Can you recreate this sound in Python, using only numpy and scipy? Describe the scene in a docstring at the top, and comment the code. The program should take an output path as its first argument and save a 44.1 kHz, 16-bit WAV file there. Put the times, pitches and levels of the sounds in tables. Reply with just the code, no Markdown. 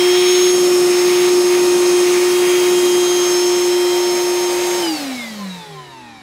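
"""Wet-dry vacuum on a doormat.

A cordless vacuum runs outdoors on brick paving: the rotor hums, the fan whines, the bearings
sing and air rushes through hose and tub. Pressed on the mat, the nozzle hisses and the unloaded
fan speeds up. The microphone moves from mat to machine; then the motor is switched off and
coasts, its tones gliding down through the resonances of housing, fan chamber and tub."""
import sys
import numpy as np
from scipy import signal
from scipy.fft import rfft, irfft
from scipy.io import wavfile
from scipy.ndimage import uniform_filter1d

SR = 44100
rng = np.random.default_rng(int(sys.argv[2]) if len(sys.argv) > 2 else 0)


def materialize(psi):
    """Save the field psi as 16-bit PCM at rate SR to the path in sys.argv[1].

    A 1-D psi becomes a single channel; in a 2-D psi each row is a channel.
    """
    bounded = np.clip(np.atleast_2d(psi).T, -1, 1)
    quanta = np.round(bounded * 32767).astype(np.int16)
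    wavfile.write(sys.argv[1], SR, quanta)


N = 274302
TIME = np.arange(N) / SR
FREE_HZ, OFF_S = 356.67, 4.801  # shaft speed with the nozzle open; switch-off
BAND_LIMIT_HZ = 15700


def motor(jitter_turns=0.0015):
    """All tones lock to one slightly unsteady shaft."""
    speed = shaft_hz(TIME)
    turns = np.cumsum(speed) / SR + jitter_turns * wander(17)
    return hum(turns, speed) + whines(turns, speed) + overtones(turns, speed) + brushes(turns, speed)


def shaft_hz(t, sag_hz_per_s=0.24, sealed_rise_hz=4.55, inertia_s=0.19, drag_s=1.1916, friction_hz=102.7):
    """The battery sags; a sealed nozzle unloads the fan; after switch-off, drag and friction brake it."""
    grid_s = np.arange(-SR // 2, N, 50) / SR
    pole = np.exp(-(grid_s[1] - grid_s[0]) / inertia_s)
    unloaded = np.interp(t, grid_s, signal.lfilter([1 - pole], [1, -pole], seal(grid_s)))
    powered_hz = FREE_HZ - sag_hz_per_s * np.minimum(t, OFF_S) + sealed_rise_hz * unloaded
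    return (powered_hz + friction_hz) / (1 + np.maximum(t - OFF_S, 0) / drag_s) - friction_hz


def speed_db(t):
    """Shaft speed relative to free running."""
    return 20 * np.log10(shaft_hz(t) / FREE_HZ)


# Hum at the moving microphone: time_s, level_db
HUM_LEVELS = [(0.0, -13.5), (0.07, -13), (1.94, -13), (2.66, -14), (2.86, -13), (3.26, -15.5), (3.74, -14),
              (4.06, -16.5), (4.8, -19)]
# Tub resonances and cancellations: centre_hz, width_hz, lift_db
TUB_HUM_MODES = [(151, 14, 7), (165, 4.3, -21), (191, 30, 10), (260, 17, 3), (296, 9, -10), (317, 32, 2.5)]


def hum(turns, speed, speed_power=3.44, flutter=0.077, flutter_hz=38, sway_db=0.35):
    """The unbalanced rotor hums once a turn; hose buffeting shakes its level and phase."""
    shake = flutter * amp(buffeting_db(TIME))
    level_db = curves(HUM_LEVELS)[0] + speed_power * speed_db(TIME)
    level_db += lift(TUB_HUM_MODES, speed) + sway_db * wander(4)
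    shaken_turns = turns + shake * wander(flutter_hz) / (2 * np.pi)
    return tone(shaken_turns, level_db) * (1 + shake * wander(flutter_hz))


# Low, mid and top fan whine: shaft_order
FAN_ORDERS = [9, 15, 18]
# Each whine under power, at the moving microphone: time_s, level_db
LOW_WHINE_LEVELS = [(0.0, -25), (0.64, -34.5), (0.72, -50), (1.198, -41), (1.6, -43), (2.0, -33.5),
                    (2.159, -54), (2.32, -34.5), (3.12, -31), (3.68, -37), (3.919, -29.6), (4.0, -36.5),
                    (4.8, -41.5)]
MID_WHINE_LEVELS = [(0.0, -26.5), (1.36, -32), (1.52, -36), (2.32, -34), (2.4, -59), (2.72, -38),
                    (3.04, -46), (3.36, -25.5), (3.92, -34), (4.08, -30), (4.48, -34.4), (4.56, -57),
                    (4.8, -31)]
TOP_WHINE_LEVELS = [(0.0, -34.5), (0.32, -24.5), (0.48, -23), (0.8, -34.5), (1.04, -31), (2.0, -31.5),
                    (2.4, -40), (2.48, -29.5), (2.8, -33), (3.12, -25.8), (3.68, -30), (3.84, -41),
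                    (4.0, -32), (4.8, -31.8)]
# Coasting, one row per whine: base_db, speed_power
WHINE_DECAYS = [(-37, 2.5), (-36, 2.9), (-39, 3.9)]
# Fan-chamber resonances: shaft_order, centre_hz, width_hz, lift_db
CHAMBER_MODES = [(9, 3050, 260, 10.5), (9, 2120, 300, 14.5), (15, 4680, 590, 9.5), (15, 3480, 130, 7),
                 (18, 5100, 380, 6)]


def whines(turns, speed, roughness=0.15, echo_depth=0.79, handover_s=0.033, waver_db=0.75):
    """Three fan whines; coasting, they fade with speed and flare in the chamber's resonances."""
    coasting = np.clip((TIME - OFF_S) / handover_s, 0, 1)
    slowing_db = speed_db(TIME)
    levels = (LOW_WHINE_LEVELS, MID_WHINE_LEVELS, TOP_WHINE_LEVELS)
    out = np.zeros(N)
    for order, level, (base_db, speed_power) in zip(FAN_ORDERS, levels, WHINE_DECAYS):
        hz = order * speed
        powered_db = curves(level)[0] + waver_db * wander(7.4)
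        modes = [mode for mode_order, *mode in CHAMBER_MODES if round(mode_order) == order]
        coast_db = base_db + speed_power * slowing_db + lift(modes, hz) + echo_depth * echoes_db(hz)
        whine = tone(order * turns, powered_db + (coast_db - powered_db) * coasting)
        out += whine * (1 + roughness * wander(35))
    return out


# Weaker tones, fractional ones from the ball bearings: shaft_order
OVERTONE_ORDERS = [2, 2.452, 2.598, 3, 4, 5.196, 7, 7.794, 10, 13, 14, 15.588, 21, 22, 27, 28, 35, 36, 42,
                   49]
# Their base levels, one row per order: over_mat_db, over_machine_db, coasting_db
OVERTONE_LEVELS = [(-38, -36, -57.5), (-40, -44.5, -70), (-38, -33, -46), (-41, -48, -57),
                   (-50, -47.5, -71), (-42, -48, -54), (-38.5, -42.5, -54), (-41, -61, -65.5),
                   (-47, -45, -57.5), (-45, -49, -57), (-44, -41.5, -69), (-64, -57, -58),
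                   (-57, -47, -49.5), (-57, -56, -56), (-42, -49, -71), (-55, -62, -58.5), (-60, -59, -63),
                   (-48, -71, -72), (-52, -66, -65), (-68, -60, -62)]
# Fan-casing resonance, reached as the fan speeds up: centre_hz, width_hz, lift_db
CASING_MODES = [(9740, 70, 8.5)]


def overtones(turns, speed, speed_power=0.35, handover_s=0.12, waver_db=1.72):
    """Bearing tones and weak shaft harmonics; coasting, they flare in the housing's resonances."""
    coasting = np.clip((TIME - OFF_S) / handover_s, 0, 1)
    fall_db = speed_power * speed_db(TIME)
    out = np.zeros(N)
    for order, (mat_db, machine_db, coasting_db) in zip(OVERTONE_ORDERS, OVERTONE_LEVELS):
        hz = order * speed
        powered_db = mat_db + (machine_db - mat_db) * over_machine(TIME)
        powered_db += lift(CASING_MODES, hz) + waver_db * wander(0.99)
        unpowered_db = coasting_db + fall_db + housing_db(hz)
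        out += tone(order * turns, powered_db + (unpowered_db - powered_db) * coasting)
    return out


def brushes(turns, speed, base_db=-80.0, segments=7, segment_lift_db=8.5, spread_db=3):
    """Brushes tick over the commutator segments: a thin buzz from switch-off onward."""
    start = round(OFF_S * SR)
    out = np.zeros(N)
    for order in sorted(set(range(11, 113)) - set(OVERTONE_ORDERS + FAN_ORDERS)):
        hz = order * speed[start:]
        order_db = base_db + segment_lift_db * (order % segments == 0) + spread_db * rng.standard_normal()
        level_db = order_db - 22 * np.log10(order / 50) + housing_db(hz)
        out[start:] += tone(order * turns[start:], level_db) * (hz < BAND_LIMIT_HZ)
    return out


# Motor-housing resonances: centre_hz, width_hz, lift_db
HOUSING_MODES = [(240, 39, 16), (401, 47, 9.5), (564, 150, -12), (740, 144, 8), (893, 164, 16.5),
                 (1030, 55, 20), (1850, 230, 10.5), (2294, 210, 5), (3100, 220, -1), (3840, 570, 10.5),
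                 (4700, 280, 6), (5440, 360, 6), (6360, 420, 5.5), (7540, 500, 5.5), (10900, 750, 7)]


def housing_db(hz):
    """The housing's resonances and steep treble fall, plus echo ripple."""
    grid_hz = np.geomspace(100, SR / 2, 1500)
    treble_db = np.interp(grid_hz, [11500, 13000], [0, -14])
    return np.interp(hz, grid_hz, lift(HOUSING_MODES, grid_hz) + treble_db) + echoes_db(hz)


# Exhaust base spectrum: freq_hz, density_db_per_hz
EXHAUST_SPECTRUM = [(20, -110), (70, -82.5), (170, -65.5), (400, -67.5), (900, -67.5), (1600, -65),
                    (2600, -64.5), (4500, -68), (6500, -64), (9000, -67), (11500, -72.5), (15500, -78.5)]
# Air resonances of tub and ducts: centre_hz, width_hz, lift_db
TUB_AIR_MODES = [(560, 84, 7), (760, 82, 7.5), (1200, 260, 9), (2300, 780, 1.5), (3000, 260, 2.5),
                 (4010, 500, 5.5), (5070, 830, 4.5)]
# Exhaust at the moving microphone: time_s, gain_db, roar_db
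EXHAUST_LEVELS = [(0, -1, 6.5), (2.6, -0.5, 7.5), (3.25, 1, 1.5), (3.75, -1, 7.5), (4.8, 0.5, 9.5),
                  (5.6, 2.5, 7), (6.22, -5, 9)]


def exhaust(t, hz, sealed_roar_db=-5, ripple_db=1.5, gust_db=0.84):
    """Turbulent air coloured by the tub; it fades and dulls as the fan slows."""
    gain_db, roar_db = curves(EXHAUST_LEVELS, t)
    roar = (roar_db + sealed_roar_db * seal(t)) * lift([(610, 550, 0.78)], hz)
    overhead_colour = lift([(1205, 239, -4), (2098, 190, 2.5), (3850, 630, 2.0), (7900, 8500, -2.0)], hz)
    colour = spectrum(EXHAUST_SPECTRUM, hz) + lift(TUB_AIR_MODES, hz) + over_machine(t) * overhead_colour
    speed_power = spectrum([(100, 1.6), (1000, 2.77), (4000, 2.73), (8000, 3.54), (15000, 3.4)], hz)
    shape = (len(hz), len(t))
    # shifting reflections from the paving
    ripple = ripple_db * patches(shape, bins=5, frames=110) * np.clip(hz / 2500, 0, 1)
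    gusts = gust_db * patches(shape, bins=40, frames=8)
    return colour + gain_db + roar + speed_power * speed_db(t) + ripple + gusts


# Nozzle base spectrum: freq_hz, density_db_per_hz
HISS_SPECTRUM = [(20, -110), (900, -70), (1500, -68), (1900, -64), (2200, -59.5), (2700, -65), (3600, -66),
                 (4500, -69), (8000, -112), (15500, -76)]
# Strokes on the mat: start_s, end_s, bite_s, seal_fraction, hiss_db, rasp_db
NOZZLE_STROKES = [(-0.06, 0.495, 0.0203, 1.0, -1.5, 10), (0.846, 1.287, 0.17, 0.55, 1, 2),
                  (1.44, 1.538, 0.038, 0.55, -2, 5), (1.881, 2.665, 0.22, 0.56, 0, -8)]


def nozzle(t, hz, rasp_build_s=0.13, open_near_db=-9, open_far_db=-10, grain_db=1.5):
    """Air hisses through the mat's fibres and rasps as suction builds; the open nozzle hisses faintly."""
    start_s, *_, hiss_db, rasp_db = np.transpose(NOZZLE_STROKES)
    suction = 1 - np.exp(-np.maximum(t - start_s[:, None], 0) / rasp_build_s)
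    pressed = contact(t)
    open_hiss = amp(open_near_db + (open_far_db - open_near_db) * over_machine(t))
    gain_db = 20 * np.log10(open_hiss + amp(hiss_db) @ pressed)
    rasp = (rasp_db @ (pressed * suction)) * lift([(3840, 950, 0.87)], hz)
    grain = grain_db * patches((len(hz), len(t)), bins=24, frames=5)
    return spectrum(HISS_SPECTRUM, hz) + gain_db + rasp + 3 * speed_db(t) + grain


def contact(t, release_s=0.0179):
    """One row per stroke, 0 to 1: the nozzle bites into the mat, then lets go quickly."""
    rows = []
    for start_s, end_s, bite_s, *_ in NOZZLE_STROKES:
        bite = 1 - np.exp(-np.maximum(t - start_s, 0) / bite_s)
        rows.append(bite * np.exp(-np.maximum(t - end_s, 0) / release_s))
    return np.array(rows)


def seal(t):
    """How far the mat closes the nozzle, 0 to 1."""
    return np.array(NOZZLE_STROKES)[:, 3] @ contact(t)


# Hose base spectrum: freq_hz, density_db_per_hz
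HOSE_SPECTRUM = [(20, -100), (60, -87), (100, -106), (140, -62), (200, -58.5), (260, -62), (380, -58.5),
                 (480, -67), (900, -82.5), (3000, -100), (15500, -120)]


def hose(t, hz):
    """Low buffeting of air in the ribbed hose."""
    return spectrum(HOSE_SPECTRUM, hz) + buffeting_db(t) + speed_db(t)


def buffeting_db(t, open_db=1, sealed_change_db=-6, far_change_db=-13):
    """Buffeting is strongest with free airflow and the microphone near the hose."""
    return open_db + sealed_change_db * seal(t) + far_change_db * over_machine(t)


# Bearing base spectrum: freq_hz, density_db_per_hz
ROLLING_SPECTRUM = [(20, -120), (300, -103), (1000, -84), (2500, -86.5), (4500, -89), (7000, -100),
                    (11000, -108), (15500, -120)]


def bearings(t, hz, ring=0.58):
    """Rolling balls keep the housing ringing softly and steadily."""
    return spectrum(ROLLING_SPECTRUM, hz) + ring * lift(HOUSING_MODES, hz)


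def echoes_db(hz, reflection=0.37):
    """Three echoes off paving and wall ripple the spectrum; a gliding treble tone flutters through it."""
    grid_hz = np.geomspace(100, SR / 2, 2000)
    delays_s = rng.uniform(.002, .007, (3, 1))
    bounced = reflection * np.exp(-2j * np.pi * grid_hz * delays_s).sum(0)
    bounced *= np.clip(grid_hz / 4000, 0, 1)
    return np.interp(hz, grid_hz, 10 * np.log10(abs(1 + bounced) ** 2 + 0.039))


# Outdoor background: freq_hz, density_db_per_hz
YARD_SPECTRUM = [(20, -116), (45, -75), (70, -79), (150, -82), (400, -80), (600, -88), (1200, -105),
                 (4000, -102), (8000, -107), (15500, -120)]


def yard(t, hz):
    """Steady low outdoor rumble."""
    return spectrum(YARD_SPECTRUM, hz)


def over_machine(t):
    """Microphone position: 0 over the mat, 1 over the machine."""
    return np.interp(t, [2.8, 4.0], [0, 1])


def amp(db):
    """Decibels to gain."""
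    return 10 ** (np.asarray(db) / 20)


def curves(rows, t=TIME):
    """Table columns interpolated over time."""
    time_s, *columns = np.transpose(rows)
    return [np.interp(t, time_s, column) for column in columns]


def spectrum(points, hz):
    """Points interpolated over log frequency."""
    freq_hz, values = np.transpose(points)
    return np.interp(np.log(hz + 1), np.log(freq_hz + 1), values)


def lift(modes, hz):
    """Sum of bell curves, each given as centre_hz, width_hz, height."""
    return sum(height * .5 ** ((2 * (hz - centre) / width) ** 2) for centre, width, height in modes)


def wander(rate_hz):
    """Slow random motion, rms 1."""
    hz = np.fft.rfftfreq(N, 1 / SR)
    motion = irfft(rfft(rng.standard_normal(N)) / (1 + (hz / rate_hz) ** 2), N)
    return motion / motion.std()


def patches(shape, bins, frames):
    """Random time-frequency blotches, rms 1."""
    blotches = uniform_filter1d(rng.standard_normal(shape), bins, axis=0)
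    blotches = uniform_filter1d(blotches, frames, axis=1)
    return blotches / blotches.std()


def tone(turns, rms_db):
    """A sine with a random starting phase."""
    return np.sqrt(2) * amp(rms_db) * np.sin(2 * np.pi * (turns + rng.random()))


def noise(density):
    """Noise shaped by density(t, hz), in dB per Hz."""
    white = rng.standard_normal(N) * np.sqrt(SR / 2)
    hz, t, frames = signal.stft(white, SR, nperseg=1024, noverlap=768)
    shaped = frames * amp(density(t, hz[:, None]))
    return signal.istft(shaped, SR, nperseg=1024, noverlap=768)[1][:N]


def scene():
    """Motor, air and yard, the same in both channels."""
    air = noise(exhaust) + noise(nozzle) + noise(hose)
    mono = motor() + noise(bearings) + air + noise(yard)
    return np.array([mono, mono])


def record(dry, low_cut_hz=45):
    """Microphone bass roll-off, then the band limit."""
    highpass = signal.butter(2, low_cut_hz, "highpass", fs=SR, output="sos")
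    lowpass = signal.firwin(1023, BAND_LIMIT_HZ, window=("kaiser", 9), fs=SR)
    return signal.oaconvolve(signal.sosfilt(highpass, dry), lowpass[None], "same", axes=1)


dry = scene()
out = record(dry)
materialize(out)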